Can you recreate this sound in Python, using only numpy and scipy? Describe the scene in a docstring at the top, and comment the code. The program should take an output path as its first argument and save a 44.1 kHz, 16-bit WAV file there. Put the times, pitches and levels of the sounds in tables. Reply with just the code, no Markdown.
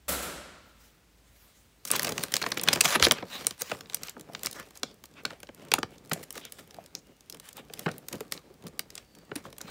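"""A faint hum and hiss come first, then a clatter far off in a large hard room, built from decaying noise.
Close by, a hand rummages in a stiff plastic pouch on a pantry shelf: creases snap one by one over a finer rustle.
Each snap is a bending wave in the film, made of noise bands: treble comes early and dies at once, bass rings on.
Hollow knocks are decaying sines; rubs and whistles are noise around one pitch; the shelf adds a short echo."""
import sys
import numpy as np
from scipy import signal
from scipy.fft import rfft, irfft, next_fast_len
from scipy.io import wavfile
from scipy.ndimage import uniform_filter1d, map_coordinates

SR = 44100
rng = np.random.default_rng(int(sys.argv[2]) if len(sys.argv) > 2 else 0)


def store_pcm(level_fs):
    """Save levels as 16-bit WAV."""
    pcm = np.round(np.clip(level_fs, -1, 1) * 32767).astype(np.int16)
    wavfile.write(sys.argv[1], SR, np.atleast_2d(pcm).T)


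def makeup_ratio(level_db):
    """Linear amplitude ratio for a level in decibels (20 dB per factor of ten)."""
    decades = np.asarray(level_db, float) / 20
    return 10 ** decades


N = 427769


def along(points, hz):
    """Spectral interpolation: (f/Hz, value) points joined on a logarithmic frequency axis."""
    f, v = np.transpose(points)
    return np.interp(np.log(hz + 1), np.log(f + 1), v)


def weights(knots_hz, hz):
    """Linear superposition: the share of each knot frequency in the level at hz."""
    return np.array([along(np.c_[knots_hz, row], hz) for row in np.eye(len(knots_hz))])


def filtered(x, response):
    """Linear filtering: the spectrum of x times a response of frequency."""
    m = next_fast_len(N + 8192)
    return irfft(rfft(x, m) * response(np.fft.rfftfreq(m, 1 / SR)), m)[..., :N]


def unit(x):
    """Normalisation to an rms of 1."""
    return x / np.sqrt(np.mean(x ** 2) + 1e-20)


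def wobble(rate_hz, order=1):
    """Slow random modulation: Gaussian values, rate_hz of them a second, joined by interpolation."""
    values = rng.standard_normal(int(N * rate_hz / SR) + 4)
    return map_coordinates(values, [np.arange(N) / SR * rate_hz], order=order)


def tail(decay, seconds):
    """Diffuse reverberation: noise of energy 1 in which each frequency decays with its own t60."""
    hz, t, z = signal.stft(rng.standard_normal(int(seconds * SR)), SR, nperseg=256)
    answer = signal.istft(z * makeup_ratio(-60 * t / along(decay, hz)[:, None]), SR, nperseg=256)[1]
    return answer / np.linalg.norm(answer)


def vibration(hz, octaves, evenness):
    """Narrow-band random vibration of the film, its beating partly evened out."""
    def band_shape(f):
        return np.cos(np.clip(np.log2((f + 1) / hz) / octaves, -1, 1) * np.pi / 2)
    band = filtered(rng.standard_normal(N), band_shape)
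    swing = np.sqrt(np.abs(uniform_filter1d(band ** 2, size=int(2 * SR / hz) + 1)) + 1e-12)
    return unit(band / swing ** evenness)


# spectrum of the background, relative: f/Hz, level per Hz/dB
FLOOR_COLOUR = [(15, -45.5), (33, -18.5), (50, 1.5), (66, -3.5), (105, -8.5), (911, -24), (1400, -25.5),
                (2110, -25), (8000, -32), (11500, -38), (16000, -40.5)]
FLOOR_DB = -62.5  # rms


def floor():
    """Stationary coloured noise: steady hum of the house and hiss of the microphone."""
    return makeup_ratio(FLOOR_DB) * unit(filtered(rng.standard_normal(N), lambda hz: makeup_ratio(along(FLOOR_COLOUR, hz))))


HUM_HZ, HUM_DB, HUM_FADES_S = 53, -60.5, 1.8  # level at the start; halved in amplitude at HUM_FADES_S


def hum():
    """Frequency modulation: a low tone wavers slightly and fades away."""
    t = np.arange(N) / SR
    phase = 2 * np.pi * np.cumsum(HUM_HZ + wobble(5, order=3)) / SR
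    return makeup_ratio(HUM_DB) / (1 + (t / HUM_FADES_S) ** 4) * np.sin(phase)


# far blows: t/s, energy level before colouring/dB, near walls relative to the hall/dB
BLOWS = [(0.081, -3, 11), (.088, 12.5, -3.5), (.118, 8, -4.5), (.222, 5.5, -20)]
# spectrum of the clatter: f/Hz, level per Hz/dB
CLATTER_COLOUR = [(24, -41.5), (40, -27), (66, 11.5), (104, -12.5), (163, -1), (422, -3.5), (570, 2),
                  (852, -8.5), (1370, -6.5), (2000, -9), (2260, -9.5), (6000, -13), (8000, -8),
                  (9400, -12.5), (10800, -8.5), (13000, -13.5), (16000, -16.5)]
# reverberation of the large hard room: f/Hz, t60/s
HALL = [(70, 1.4), (500, 1.05), (1400, 1.33), (4000, 1.17), (9000, 0.75), (15000, 0.39)]


def clatter():
    """Impulse response of a room: each far blow is a short bright burst off near walls, then reverberation."""
    out = np.zeros(N)
    for s, db, near_db in BLOWS:
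        near_walls = tail([(300, 0.011), (9000, 0.16)], seconds=1.5)
        answer = tail(HALL, seconds=1.5) + makeup_ratio(near_db) * near_walls
        answer *= 1 - np.exp(-np.arange(len(answer)) / SR / 0.0017)  # builds up in a few ms
        out[int(s * SR):][:len(answer)] += makeup_ratio(db) * answer

    def colour(hz):
        resonance = 1 + 1 / (1 + ((hz - 1370) / 70) ** 2)  # of the struck thing
        return makeup_ratio(along(CLATTER_COLOUR, hz)) * resonance
    return filtered(out, colour)


FALL_SLOWER, POINTED = 1.23, 1.55  # fall time over rise time; how a swell narrows to its peak


def swells(t, s, half_s, db):
    """Transient envelopes: power of movements that swell to a peak and die away, one row each."""
    u = (t - s[:, None]) / half_s[:, None]
    u = np.where(u > 0, u / FALL_SLOWER, -u)
    return makeup_ratio(2 * (db[:, None] - 8.03 * u ** POINTED))


# strokes of film and cloth sliding under the hand: peak t/s, half length/s, level/dB, treble relative/dB
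STROKES = [(0.689,0.046,-70,10.5),(0.853,0.076,-57.5,1),(1.433,0.19,-58,0.5),(1.878,0.01,-45,9),(1.937,0.023,-29.5,-10),
           (2.023,0.092,-38.5,-3),(2.213,0.079,-41,-4),(2.358,0.023,-37.5,-2),(2.438,0.1,-41.5,-6),(2.55,0.12,-46,-19),(2.734,0.064,-31.5,-12),
           (2.852,0.01,-19.5,-4),(2.893,0.039,-27,-3),(2.934,0.018,-22,-11),(3.039,0.023,-21.5,-8),(3.16,0.037,-37.5,-16),(3.349,0.051,-35,-9),(3.431,0.082,-44.5,-5.5),(3.609,0.015,-41.5,0),
           (3.698,0.063,-42,-5.5),(3.925,0.042,-49,-9),(4.059,0.036,-41.5,-7),(4.49,0.14,-51,-4.5),(4.56,0.014,-47,-5),(4.605,0.0212,-43.5,-14),
           (4.763,0.014,-49,-5),(5.305,0.035,-46,-15),(5.606,0.032,-52.5,-12),
           (5.936,0.023,-57,-6),(6.18,0.058,-50,-2),(6.369,0.031,-43,-3.5),(6.565,0.071,-56,-2),(6.81,0.076,-59,-9),
           (7.466,0.032,-47.5,-5),(7.58,0.016,-44,-9),(7.78,0.05,-51.5,-5),(7.83,0.025,-50.5,-2),
           (7.9,.025,-50,-22),(7.934,0.053,-57.5,-2.5),(8.148,0.059,-55,1.5),(8.361,0.026,-53,-1),
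           (8.984,0.042,-54,-7),(9.379,0.018,-47.5,-7),(9.455,0.019,-51.5,-3.5),(9.7,0.067,-46,-11)]
# the contents shift with a low rumble: peak t/s, half length/s, level/dB
SHIFTS = [(2.055,0.075,-36),(2.145,0.078,-38),(2.56,0.23,-39),(2.73,0.11,-36.5),(3,0.0305,-29),
          (3.089,0.057,-36),(3.23,0.023,-41),(3.372,0.079,-43),(3.754,0.059,-48),(3.87,0.067,-52),(4.016,0.029,-47.5),(4.178,0.027,-44),(4.3,0.063,-44),
          (4.57,0.091,-49),(4.883,0.076,-50.5),(5.18,0.096,-50.5),(5.309,0.1,-50.5),(5.626,0.12,-50),(5.78,0.15,-45.5),
          (5.883,0.08,-53),(6.16,0.046,-39),(6.4,0.28,-51.5),(6.576,0.045,-55),(6.807,0.063,-50),(6.957,0.013,-42),(6.04,0.023,-50.5),(7.092,0.0325,-53),
          (7.331,0.05,-51.5),(7.602,0.045,-45),(7.784,0.072,-47),(7.915,0.1,-44.5),(8.139,0.016,-31),(8.203,0.045,-43),(8.361,0.087,-49.5),(8.508,0.136,-57),
          (8.659,0.021,-40),(8.8,0.16,-51.5),(9.181,0.042,-52),(9.335,0.12,-49.5),(9.476,0.016,-41),(9.7,0.098,-44.5)]
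# where the rustle's levels are set: f/Hz
RUSTLE_HZ = [350, 1000, 3000, 10500]
# the hand never lies quite still: level/dB at each RUSTLE_HZ
RESTING_DB = [-66.5, -75, -73.5, -76]
# colour of a stroke, relative level/dB at each RUSTLE_HZ but the treble
STROKE_COLOUR_DB = [-24.5, -0.5, -0.5]
# colour of a shift, relative level/dB at each RUSTLE_HZ
SHIFT_COLOUR_DB = [-2, -5.5, -16, -29.5]
RUSTLE_FROM_S = 0.53


def rustle():
    """Addition of powers: times, and level/dB at RUSTLE_HZ, of strokes and shifts over the resting hand."""
    t = RUSTLE_FROM_S + np.arange(int(N / SR * 200)) / 200  # 200 levels a second
    *stroke, treble_db = np.transpose(STROKES)
    colour_db = np.array([db + 0 * treble_db for db in STROKE_COLOUR_DB] + [treble_db])
    stroking = makeup_ratio(2 * colour_db) @ swells(t, *stroke)
    shifting = swells(t, *np.transpose(SHIFTS)).sum(axis=0)
    power = stroking + np.outer(makeup_ratio(2 * np.array(SHIFT_COLOUR_DB)), shifting)
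    return t, 10 * np.log10(power + makeup_ratio(2 * np.array(RESTING_DB))[:, None])


# the contents shift and bump, most of all around 800 Hz: f/Hz, unevenness/dB
LUMPS = [(250, 0.5), (800, 6.5), (2500, -3)]
PATCHY_DB = 2  # once the pouch is gripped, each band of the rustle swells on its own


def sliding_gain(hz, rustle_s, rustle_db, flutter, smooth_db=-3.5, flutter_db=1.5):
    """Amplitude modulation of friction noise: the sliding of one band flutters, swells and bumps."""
    t = np.arange(N) / SR
    patches = PATCHY_DB * (t > SNAPS[0][0]) * np.tanh(wobble(6.4) / 1.7) * 1.7
    bumps = along(LUMPS, hz) * np.clip(wobble(22), -3, 1.6)
    db = np.interp(t, rustle_s, rustle_db) + smooth_db + flutter_db * flutter + patches + bumps
    return np.clip((t - rustle_s[0]) / 0.1, 0, 1) * makeup_ratio(db)


FOLDS_DB = 3  # how far the narrow bands stand out


def folds(x):
    """Local resonance: the folds under the hand ring in narrow bands that hold for a moment, then change."""
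    z = signal.stft(x, nperseg=256)[2]
    across_bands = uniform_filter1d(rng.standard_normal(z.shape), size=2, axis=0)
    field = uniform_filter1d(across_bands, size=24, axis=1)
    gripped = np.arange(z.shape[1]) * 128 / SR > SNAPS[0][0]
    gain = makeup_ratio(FOLDS_DB * gripped * unit(field))
    return signal.istft(z * gain / np.sqrt(np.mean(gain ** 2)), nperseg=256)[1][:N]


# creases that snap: t/s, level near 4.5 kHz/dB, then relative to it body near 1.4 kHz/dB and
# edge near 11.5 kHz/dB, time the crease takes to run through/ms
SNAPS = [(1.85,-28.5,-11,-0.5,3.5),(1.873,-33,-7,2,1.5),(1.881,-41.5,-15,8,1.7),(1.9024,-24,1,-4.5,2),(1.913,-16,-25,10,0.84),
         (1.9191,-35.5,9.5,-6,2.33),(1.932,-33.5,7,-10.5,6.1),(1.953,-23,-2,-14,3.1),(1.958,-27,-3.5,2,7.1),(1.9935,-16.5,-5,-0.5,1.2),
         (2.0197,-33.5,-9,9.5,1),(2.029,-32.5,-1,15,3),(2.0439,-20.5,-7.5,-6,4.7),(2.067,-30,-1,-4,5.6),(2.077,-30.5,6.5,-4,3),
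         (2.089,-32,3,2,5.1),(2.1205,-22,-16,-7,.9),(2.178,-20.5,0.5,-6,1.7),(2.229,-30,-8,3.5,1),(2.235,-18.5,0.5,4,1.1),(2.318,-33,-5,0.5,5.1),
         (2.3383,-7,-10.5,-4.5,0.6),(2.355,-18.5,-12,-5.5,0.84),(2.365,-14,-8,-2.5,1.05),(2.4145,-31,8.5,-5,4.7),(2.4234,-23,-13,-10.5,3.1),
         (2.438,-24.5,2,-18.5,1.5),(2.4621,-22.5,1.5,-15,2.3),(2.487,-40,-15,9,1),(2.503,-41,-12,8,1),(2.5164,-20.5,-6.5,-12.5,4.3),(2.543,-40,-14.5,4,1),(2.571,-25,1,-8.5,3.9),(2.581,-41.5,-10.5,11.5,1.5),(2.5949,-20.5,-4,-16,0.45),
         (2.612,-30.5,-1,8,1),(2.6332,-27.5,-4,5.5,4.1),(2.6743,-21.5,1,-15,2.7),(2.6848,-4.5,-6,-12,0.94),(2.7287,-12,-6.5,-3.5,1),
         (2.731,-17,-17,-1.5,4.7),(2.748,-30.5,-6,-6.5,3.8),(2.7553,-29.5,6.5,-2,5),(2.771,-40,15,-1.5,3),(2.8061,-11,-12.5,-3,5.5),
         (2.851,-18.5,2,-4,6),(2.95,-24,7.5,-12.5,7.7),(2.9963,-20.5,0,-13,1.8),(3.0241,0,-9.5,-15.5,0.7),
         (3.035,-16,-16,-10.5,2),(3.043,-13.5,-14,-22,3.3),(3.049,-6.5,-15,-21.5,1.7),(3.061,-20.5,-11,-9,2.5),(3.066,-16,7.5,-12,1.32),
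         (3.083,-28.5,-4,0,2),(3.1096,-2.5,-5,-16.5,1.1),(3.1179,-13.5,-0.5,-1.5,1.6),(3.1824,-37,7.5,-31,2.7),(3.2235,-39,15,-46,2.9),(3.3272,-39.5,-15,-8.5,4),
         (3.4003,-43,2,-10.5,.5),(3.422,-40,-2,-3.5,0.92),(3.4668,-11,-10,6,.5),(3.445,-35,3,-10.5,2),(3.5072,-24,-6,-10,1.3),(3.6058,-41,1.5,6.5,13),
         (3.618,-18.5,-10,2.5,1.05),(3.696,-41,4,-5,4.2),(3.714,-28,9.5,-18,3.3),(3.7469,-39,14,-13,.5),(3.8067,-33,-5,-9,1.7),
         (3.857,-35,-15,-39,1),(3.8969,-26,-9,-16,0.33),(3.932,-32,-5,-9,1),(3.944,-20,-15,6,1.3),(3.968,-38.5,-4,-3,0.98),
         (4.0321,-25.5,-16,-3.5,1.8),(4.0702,-41.5,-12,4,2.2),(4.082,-28,-10,-18.5,1.6),(4.0935,-31,-38,-1,2.4),(4.165,-66,36,-9,.5),
         (4.195,-42,-15,2,1.5),(4.2089,-37,-14.5,2.5,.8),(4.333,-43,-8,2,1.25),(4.3481,-21.5,-7.5,-26.5,1.18),(4.392,-36,-15,-4,0.71),(4.432,-27.5,-3,8.5,.5),
         (4.446,-33.5,-1,2.5,1.3),(4.451,-33,5,-5,3),(4.4589,-12,-50,-7,.5),(4.4674,-20,-5.5,-5,1.2),(4.51,-36,-40,1,2.9),
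         (4.5273,-35,-24,2,2.5),(4.5963,-43,-2,11,2.3),(4.626,-46.5,-2,-7.5,2),(4.706,-41.5,-2,-2,1),(4.753,-42,-32,-6.5,1.7),(4.772,-42.5,-30,3,2),
         (4.795,-57,-20,6.5,2),(4.8307,-15.5,-6,-8.5,1.5),(4.941,-54,-21,8.5,1.9),(5.0378,-37.5,-3,2,1.1),(5.054,-44.5,-13,3,3),(5.1374,-52,-16,-2,1.5),(5.234,-60,-15,12,2),(5.251,-18,-8,-15,2.3),(5.2598,-44,5,-10,2.8),
         (5.303,-40,2.5,-19,3.8),(5.401,-50,0,12,1.7),(5.4297,-35.5,0.5,-0.5,1.3),(5.469,-43.5,-9,-25,1.3),(5.4886,-39.5,12,-21,0.56),
         (5.546,-47,-19,13.5,.4),(5.649,-52.5,6,11,1.1),(5.683,-49,-10,3.5,2.7),(5.707,-56,-15,5,1.3),(5.7148,-18.5,-2,-8.5,3.4),(5.737,-7.5,0.5,1.5,0.6),(5.754,-49,11,1,5.5),
         (5.7816,-42.5,28.5,-14.5,0.6),(5.7857,-29,-5,1,1.2),(5.829,-23,6,-15.5,1.16),(5.979,-47.5,-22,-9.5,3.7),(6.073,-51,-15,4,1.1),(6.0947,-49.5,-5,17,1.3),
         (6.112,-29,5.5,-30,4.2),(6.115,-30,4,-6.5,5),(6.1312,-23.5,-8,-1,3.2),(6.2268,-44,-3,4,7.5),(6.2364,-43,-10,3,2.3),(6.3045,-33.5,-10,7,1.3),
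         (6.325,-49,-18,17.5,1.6),(6.352,-42,2.5,-0.5,4.6),(6.3752,-34,0.5,-2.5,3.5),(6.4,-50,-10,6,2),(6.4499,-34,-8,1,2.2),(6.5207,-36.5,-13,7,2),
         (6.584,-48,1,3,14.4),(6.674,-55,-7,8,1.5),(6.707,-39.5,-9,-9,1.5),(6.7427,-39.5,-4,-4,1),(6.859,-37,-23,-7,1.9),(6.9503,-23.5,-13,-6.5,0.36),
         (7.297,-31.5,-19.5,-0.5,1.96),(7.3235,-27.5,-29.5,-10.5,1.1),(7.3436,-42,-1.5,0,3.5),(7.3687,-47,-6,-1,2),(7.3974,-40.5,-1,8,1.5),(7.453,-52,-4.5,3,2.5),(7.4869,-39.5,-8,2,2.7),
         (7.528,-43.5,-18,4,1.7),(7.567,-45.5,-9,10,2.8),(7.697,-44,8,-35,1.5),(7.735,-32.5,-10,4,2.5),(7.7918,-34,-7,7,2.2),
         (7.8592,-39.5,18.5,-17,6.7),(7.879,-47,26.5,-16,2),(7.8864,-37.5,14,-10.5,2.6),(7.913,-38,-15,-3.5,3.4),(7.9802,-44.5,-4,15.5,0.98),
         (8.083,-34.5,-6.5,9,2.4),(8.126,-29,-13,-6.5,3.8),(8.1533,-41,-10,0.5,1.5),(8.2047,-33,-1,2.5,1.8),(8.312,-46,-10,-1,3.4),
         (8.3204,-21.5,-9.5,-4,2.3),(8.332,-38,-17,-9,10.6),(8.375,-32,-11,-27,0.95),(8.6224,-49.5,-6,-6,1.9),(8.666,-40,-4,0,3.5),(8.676,-45.5,-20,0,2.5),
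         (8.792,-17.5,-9.5,0.5,1.04),(8.9018,-36,-20.5,-4,1.9),(8.952,-31,-17.5,-4,1.8),(8.976,-32.5,-12,-15,4.2),(9.149,-46,-10,-2.5,2.6),
         (9.185,-49.5,-9,3,1.3),(9.3138,-46,19,-36,2.4),(9.3537,-33,-2,0,8.4),(9.4499,-58,23,-12,2.5),(9.526,-40.5,0,-1,2.2),
         (9.5642,-53.5,-2,-3,1.5),(9.581,-40,-5,6,2.3),(9.6048,-44.5,5,-14,5.6),(9.6127,-31.5,-20.5,0,1.2),(9.678,-46,-1.5,-15,3.3)]
# where a snap's levels are set: f/Hz
SNAP_HZ = [350, 1400, 4500, 11500]
# the whole pouch thumps with a snap: dB relative to it, more for a full body, growing slower than the snap
THUMP_DB, THUMP_PER_BODY, THUMP_LAG, MIDDLING_SNAP_DB = -10.5, 0.97, 0.21, -31


def snap_levels():
    """Spectral balance of buckling: each snap's level/dB at SNAP_HZ, from thump to edge."""
    _, snap_db, mid_db, top_db, _ = np.transpose(SNAPS)
    thump_db = THUMP_DB + THUMP_PER_BODY * mid_db - THUMP_LAG * (snap_db - MIDDLING_SNAP_DB)
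    return snap_db + np.array([thump_db, mid_db, 0 * snap_db, top_db])


def slips(count=6):
    """Progressive buckling: a crease gives way in several slips over the time it takes to run through."""
    snap_s, *_, run_ms = np.transpose(SNAPS)[:, :, None]
    part = (np.arange(count) + rng.random((len(snap_s), count))) / count
    slip_s = snap_s + run_ms / 1000 * part
    slowness = 1 + run_ms / 2
    fading_db = 4 * np.arange(count) / slowness ** 2  # a quick crease spends itself at once
    return slip_s, -4.5 - fading_db + 0.67 * rng.standard_normal(slip_s.shape) + 10 * np.log10(slowness)


# the crease first breaks with one sharp crack: delay, level against the snap, cycles to fall 60 dB, low corner
CRACK_MS, CRACK_DB, CRACK_CYCLES, CRACK_FROM_HZ = 1.05, 1, 3, 1800


def cracks():
    """Impulsive fracture: sample, sign and relative level/dB of each crack; slow creases crack less."""
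    snap_s, *_, run_ms = np.transpose(SNAPS)
    sign = np.sign(rng.standard_normal(len(snap_s)))
    db = CRACK_DB - 20 * np.log10(1 + run_ms / 4) + 2.5 * rng.standard_normal(len(snap_s))
    return ((snap_s + CRACK_MS / 1000) * SR).astype(int), sign, db


def crack_ring(hz):
    """Damped oscillation: the few cycles a crack rings in one band."""
    turns = hz * np.arange(256) / SR
    return np.sin(2 * np.pi * turns) * makeup_ratio(-60 * turns / CRACK_CYCLES) / (1 + (CRACK_FROM_HZ / hz) ** 4)


TICK_SHARE = 0.069  # of all crinkles: those of the film settling by itself


def crinkles(per_s=260, spread_db=5.0):
    """Poisson process: times, chance sizes/dB and which settle by themselves; many small, few large."""
    chance = rng.random((4000, 3))
    s = np.cumsum(-np.log(1 - chance[:, 0])) / per_s + SNAPS[0][0]
    return s, -spread_db * np.log(1 - .95 * chance[:, 1]), chance[:, 2] < TICK_SHARE


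# crinkles of the film settling by itself, lowest level before their chance size: f/Hz, level/dB
TICK_COLOUR = [(1500, -76), (4500, -57.5), (11500, -57.5)]


def crinkle_levels(hz, s, size_db, settling, rustle_s, rustle_db, crinkle_db=-5.0):
    """Crackling noise: crinkles follow the rustle, but those that settle by themselves keep a least level."""
    db = np.interp(s, rustle_s, rustle_db) + crinkle_db
    return np.where(settling, np.maximum(db, along(TICK_COLOUR, hz)), db) + size_db


# how the film answers a snap: f/Hz, arrival/ms, rise/ms, t60/ms, colour/dB
FILM = [(75, 9.5, 4.4, 130, -36.5), (163, 8.3, 1.2, 42, -20.5), (271, 1.6, 1, 52, -17.5),
        (485, 2, 0.8, 59, -18), (920, 2.7, 0.19, 21, -19.5), (1680, 1.33, 0.2, 15.2, -15.5),
        (4310, 1.15, 0.13, 9.3, -13), (8300, 1.05, 0.042, 11.7, -12.5), (14400, 1.05, 0.018, 5.4, -15.5)]


def film_answer(hz):
    """Dispersion of bending waves: power envelope after a kick, peak 1, and colour/dB of one band."""
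    film, ms = np.array(FILM), np.arange(SR // 8) * 1000 / SR
    arrival, rise, t60, colour_db = (along(film[:, [0, k]], hz) for k in range(1, 5))
    age = np.maximum(ms - arrival, 0)
    shape = (1 - np.exp(-age / rise)) ** 2 * makeup_ratio(-60 * age / t60)
    return (shape / shape.max()) ** 2, colour_db


def pouch(colour_scatter_db=2.5):
    """Forced vibration: snaps and crinkles shake the film band by band, over the sliding rustle."""
    levels, (slip_s, slip_db) = snap_levels(), slips()
    crack_at, crack_sign, crack_db = cracks()
    crinkle_s, size_db, settling = crinkles()
    rustle_s, rustle_levels = rustle()
    kick_at = np.minimum(np.r_[slip_s.ravel(), crinkle_s] * SR, N).astype(int)
    flutter = wobble(99)
    out, sliding = np.zeros(N), np.zeros(N)
    for hz in np.geomspace(75, 15000, num=26):
        envelope, colour_db = film_answer(hz)
        motion = makeup_ratio(colour_db) * vibration(hz, octaves=0.34, evenness=0.5)
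        rustle_db = weights(RUSTLE_HZ, hz) @ rustle_levels
        # every crease has its own colour
        snap_colour = colour_scatter_db * rng.standard_normal(len(SNAPS))
        crinkle_colour = colour_scatter_db * rng.standard_normal(len(crinkle_s))
        snaps_db = (weights(SNAP_HZ, hz) @ levels + snap_colour)[:, None] + slip_db
        crinkles_db = crinkle_levels(hz, crinkle_s, size_db, settling, rustle_s, rustle_db) + crinkle_colour
        kicks = np.bincount(kick_at, makeup_ratio(2 * np.r_[snaps_db.ravel(), crinkles_db]), N + 1)[:N]
        power = np.abs(signal.oaconvolve(kicks, envelope)[:N])
        out += np.sqrt(power) * motion
        breaks = np.bincount(crack_at, crack_sign * makeup_ratio(snaps_db.mean(axis=1) + crack_db), N + 1)[:N]
        out += makeup_ratio(colour_db) * signal.oaconvolve(breaks, crack_ring(hz))[:N]
        # the motion one second off, so that sliding and snaps do not move together
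        sliding += sliding_gain(hz, rustle_s, rustle_db, flutter) * np.roll(motion, SR)
    return out + folds(sliding)


# air in pouch and shelf niche: f/Hz, width/Hz, level added at resonance/dB
CAVITY = [(163.7, 68, -5), (470, 87, -7), (1197, 56, -7.5), (2260, 71, -12.5), (4020, 55, -9)]


def cavity(x):
    """Cavity resonance: a few fixed air modes colour the snaps and rustle of the pouch."""
    def modes(f):
        return 1 + sum(makeup_ratio(db) * 1j * f * w / (c * c - f * f + 1j * f * w) for c, w, db in CAVITY)
    return filtered(x, modes)


# hollow knocks of pouch and contents, and one bright ringing snap near 5.75 kHz:
# t/s, peak level/dB, settled pitch f/Hz
KNOCKS = [(1.952, -26.5, 1020), (2.072, -26, 655), (2.436, -30, 728), (2.463, -25, 1040), (2.76, -28, 340),
          (2.855, -24, 724), (3.003, -24, 443), (3.017, -28.5, 75), (3.068, -20.5, 347), (3.226, -40, 334),
          (3.622, -34, 500), (3.718, -25, 600), (4.299, -37.5, 700), (4.833, -30, 710), (5.234, -46, 456.4),
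          (5.251, -21.5, 1330), (5.329, -39, 553), (5.493, -44.5, 519), (5.738, -17, 880),
          (5.785, -41, 1155), (5.835, -37, 345), (6.119, -28, 163), (6.161, -34.5, 650),
          (6.211, -38.5, 470), (6.367, -35.5, 488), (6.786, -31.5, 676), (6.9516, -21, 5750),
          (7.581, -40, 810), (7.703, -38.5, 452), (7.863, -26.5, 157), (7.868, -25.5, 470),
          (7.891, -33, 530), (8.139, -32, 498), (8.145, -35, 195), (8.209, -27, 441), (8.508, -42.5, 384),
          (8.647, -38.5, 175), (9.318, -33.5, 418), (9.36, -28, 294), (9.454, -34.5, 1060),
          (9.645, -41.5, 175), (9.682, -39, 1194)]


def knocks(cycles=16, rise_cycles=0.2, sag=0.012):
    """Damped oscillation: each one rings for a few cycles while its pitch sags slightly."""
    out, t = np.zeros(N + SR), np.arange(SR // 4) / SR
    for s, db, hz in KNOCKS:
        turns = hz * t
        shape = (1 - np.exp(-turns / rise_cycles)) ** 2 * makeup_ratio(-60 * turns / cycles)
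        phase = 2 * np.pi * (turns + sag * 4 * (1 - np.exp(-turns / 4)) + rng.random())
        out[int(s * SR):][:len(t)] += makeup_ratio(db) * shape / shape.max() * np.sin(phase)
    return out[:N]


# smooth rubs of film, and faint thin whistles of unknown cause:
# t/s, length/s, level before the narrow-band colouring of folds()/dB, f/Hz, width/Hz
RUBS = [(2.942, .026, -27, 2500, 1600), (3.031, .028, -23, 3800, 1300), (3.3, .1, -46, 3900, 800),
        (3.3, .09, -48, 2750, 400), (4.54, .095, -47, 1350, 1300), (7.56, .06, -54, 2900, 1200),
        (4.54, .05, -59, 5800, 1200), (2.89, .05, -41, 10000, 1100), (2.94, .026, -37, 11000, 1300),
        (3.031, .028, -33, 10500, 1500), (3.588, .03, -46, 8800, 1500), (4.836, .1, -59, 4000, 3500),
        (5.153, .066, -52, 1900, 3200), (6.41, .085, -51, 3000, 2400), (6.955, .05, -57, 6000, 1800),
        (7.01, .18, -73, 2860, 110), (8.98, .31, -73, 4560, 240)]


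def rubs(bluntness=0.65):
    """Band-limited noise: noise around one pitch swells and fades over the length of the rub or whistle."""
    out, t = np.zeros(N), np.arange(N) / SR
    for s, length, db, hz, width_hz in RUBS:
        band = filtered(rng.standard_normal(N), lambda f: 1 / (1 + (2 * (f - hz) / width_hz) ** 2))
        swell = np.abs(np.sin(np.pi * np.clip((t - s) / length, 0, 1))) ** bluntness
        out += makeup_ratio(db) * unit(band) * swell
    return out


# the pantry's answer: f/Hz, t60/s
SHELF = [(200, 0.17), (1500, 0.11), (6000, 0.15), (14000, 0.056)]


def shelf_echo(near):
    """Reverberation by convolution: the shelves answer 250 samples late."""
    return makeup_ratio(-18.5) * signal.fftconvolve(np.pad(near, (250, 0)), tail(SHELF, seconds=.4))[:N]


def scene():
    """Superposition: the pouch, its echo off the shelves, and the far sounds."""
    near = cavity(pouch()) + knocks() + folds(rubs())
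    return (near + shelf_echo(near) + clatter() + floor() + hum())[None]


def low_pass(x):
    """Removes everything above the highest recorded frequency."""
    return signal.sosfilt(signal.butter(12, 17150, fs=SR, output="sos"), x)


TOP_HZ, TOP_ORDER = 15720, 300  # where and how steeply the band of the sound ends
FULL_SCALE = .96


def record(dry):
    """Band limitation: the microphone drops the deepest bass; the sound is bright just under its band limit."""
    def response(hz):
        bass_cut = (1j * hz / (45 + 1j * hz)) ** 2
        peak = 1 + makeup_ratio(1) / (1 + ((hz - 15300) / 1800) ** 2)
        top = makeup_ratio(-25.5) + 1 / np.sqrt(1 + (hz / TOP_HZ) ** TOP_ORDER)  # a little passes above the limit
        return bass_cut * peak * top
    band_limited = filtered(dry, response)
    # the loudest snaps round off
    mix = band_limited / (1 + np.abs(band_limited / FULL_SCALE) ** 6) ** (1 / 6)
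    return low_pass(mix)


dry = scene()
out = record(dry)
store_pcm(out)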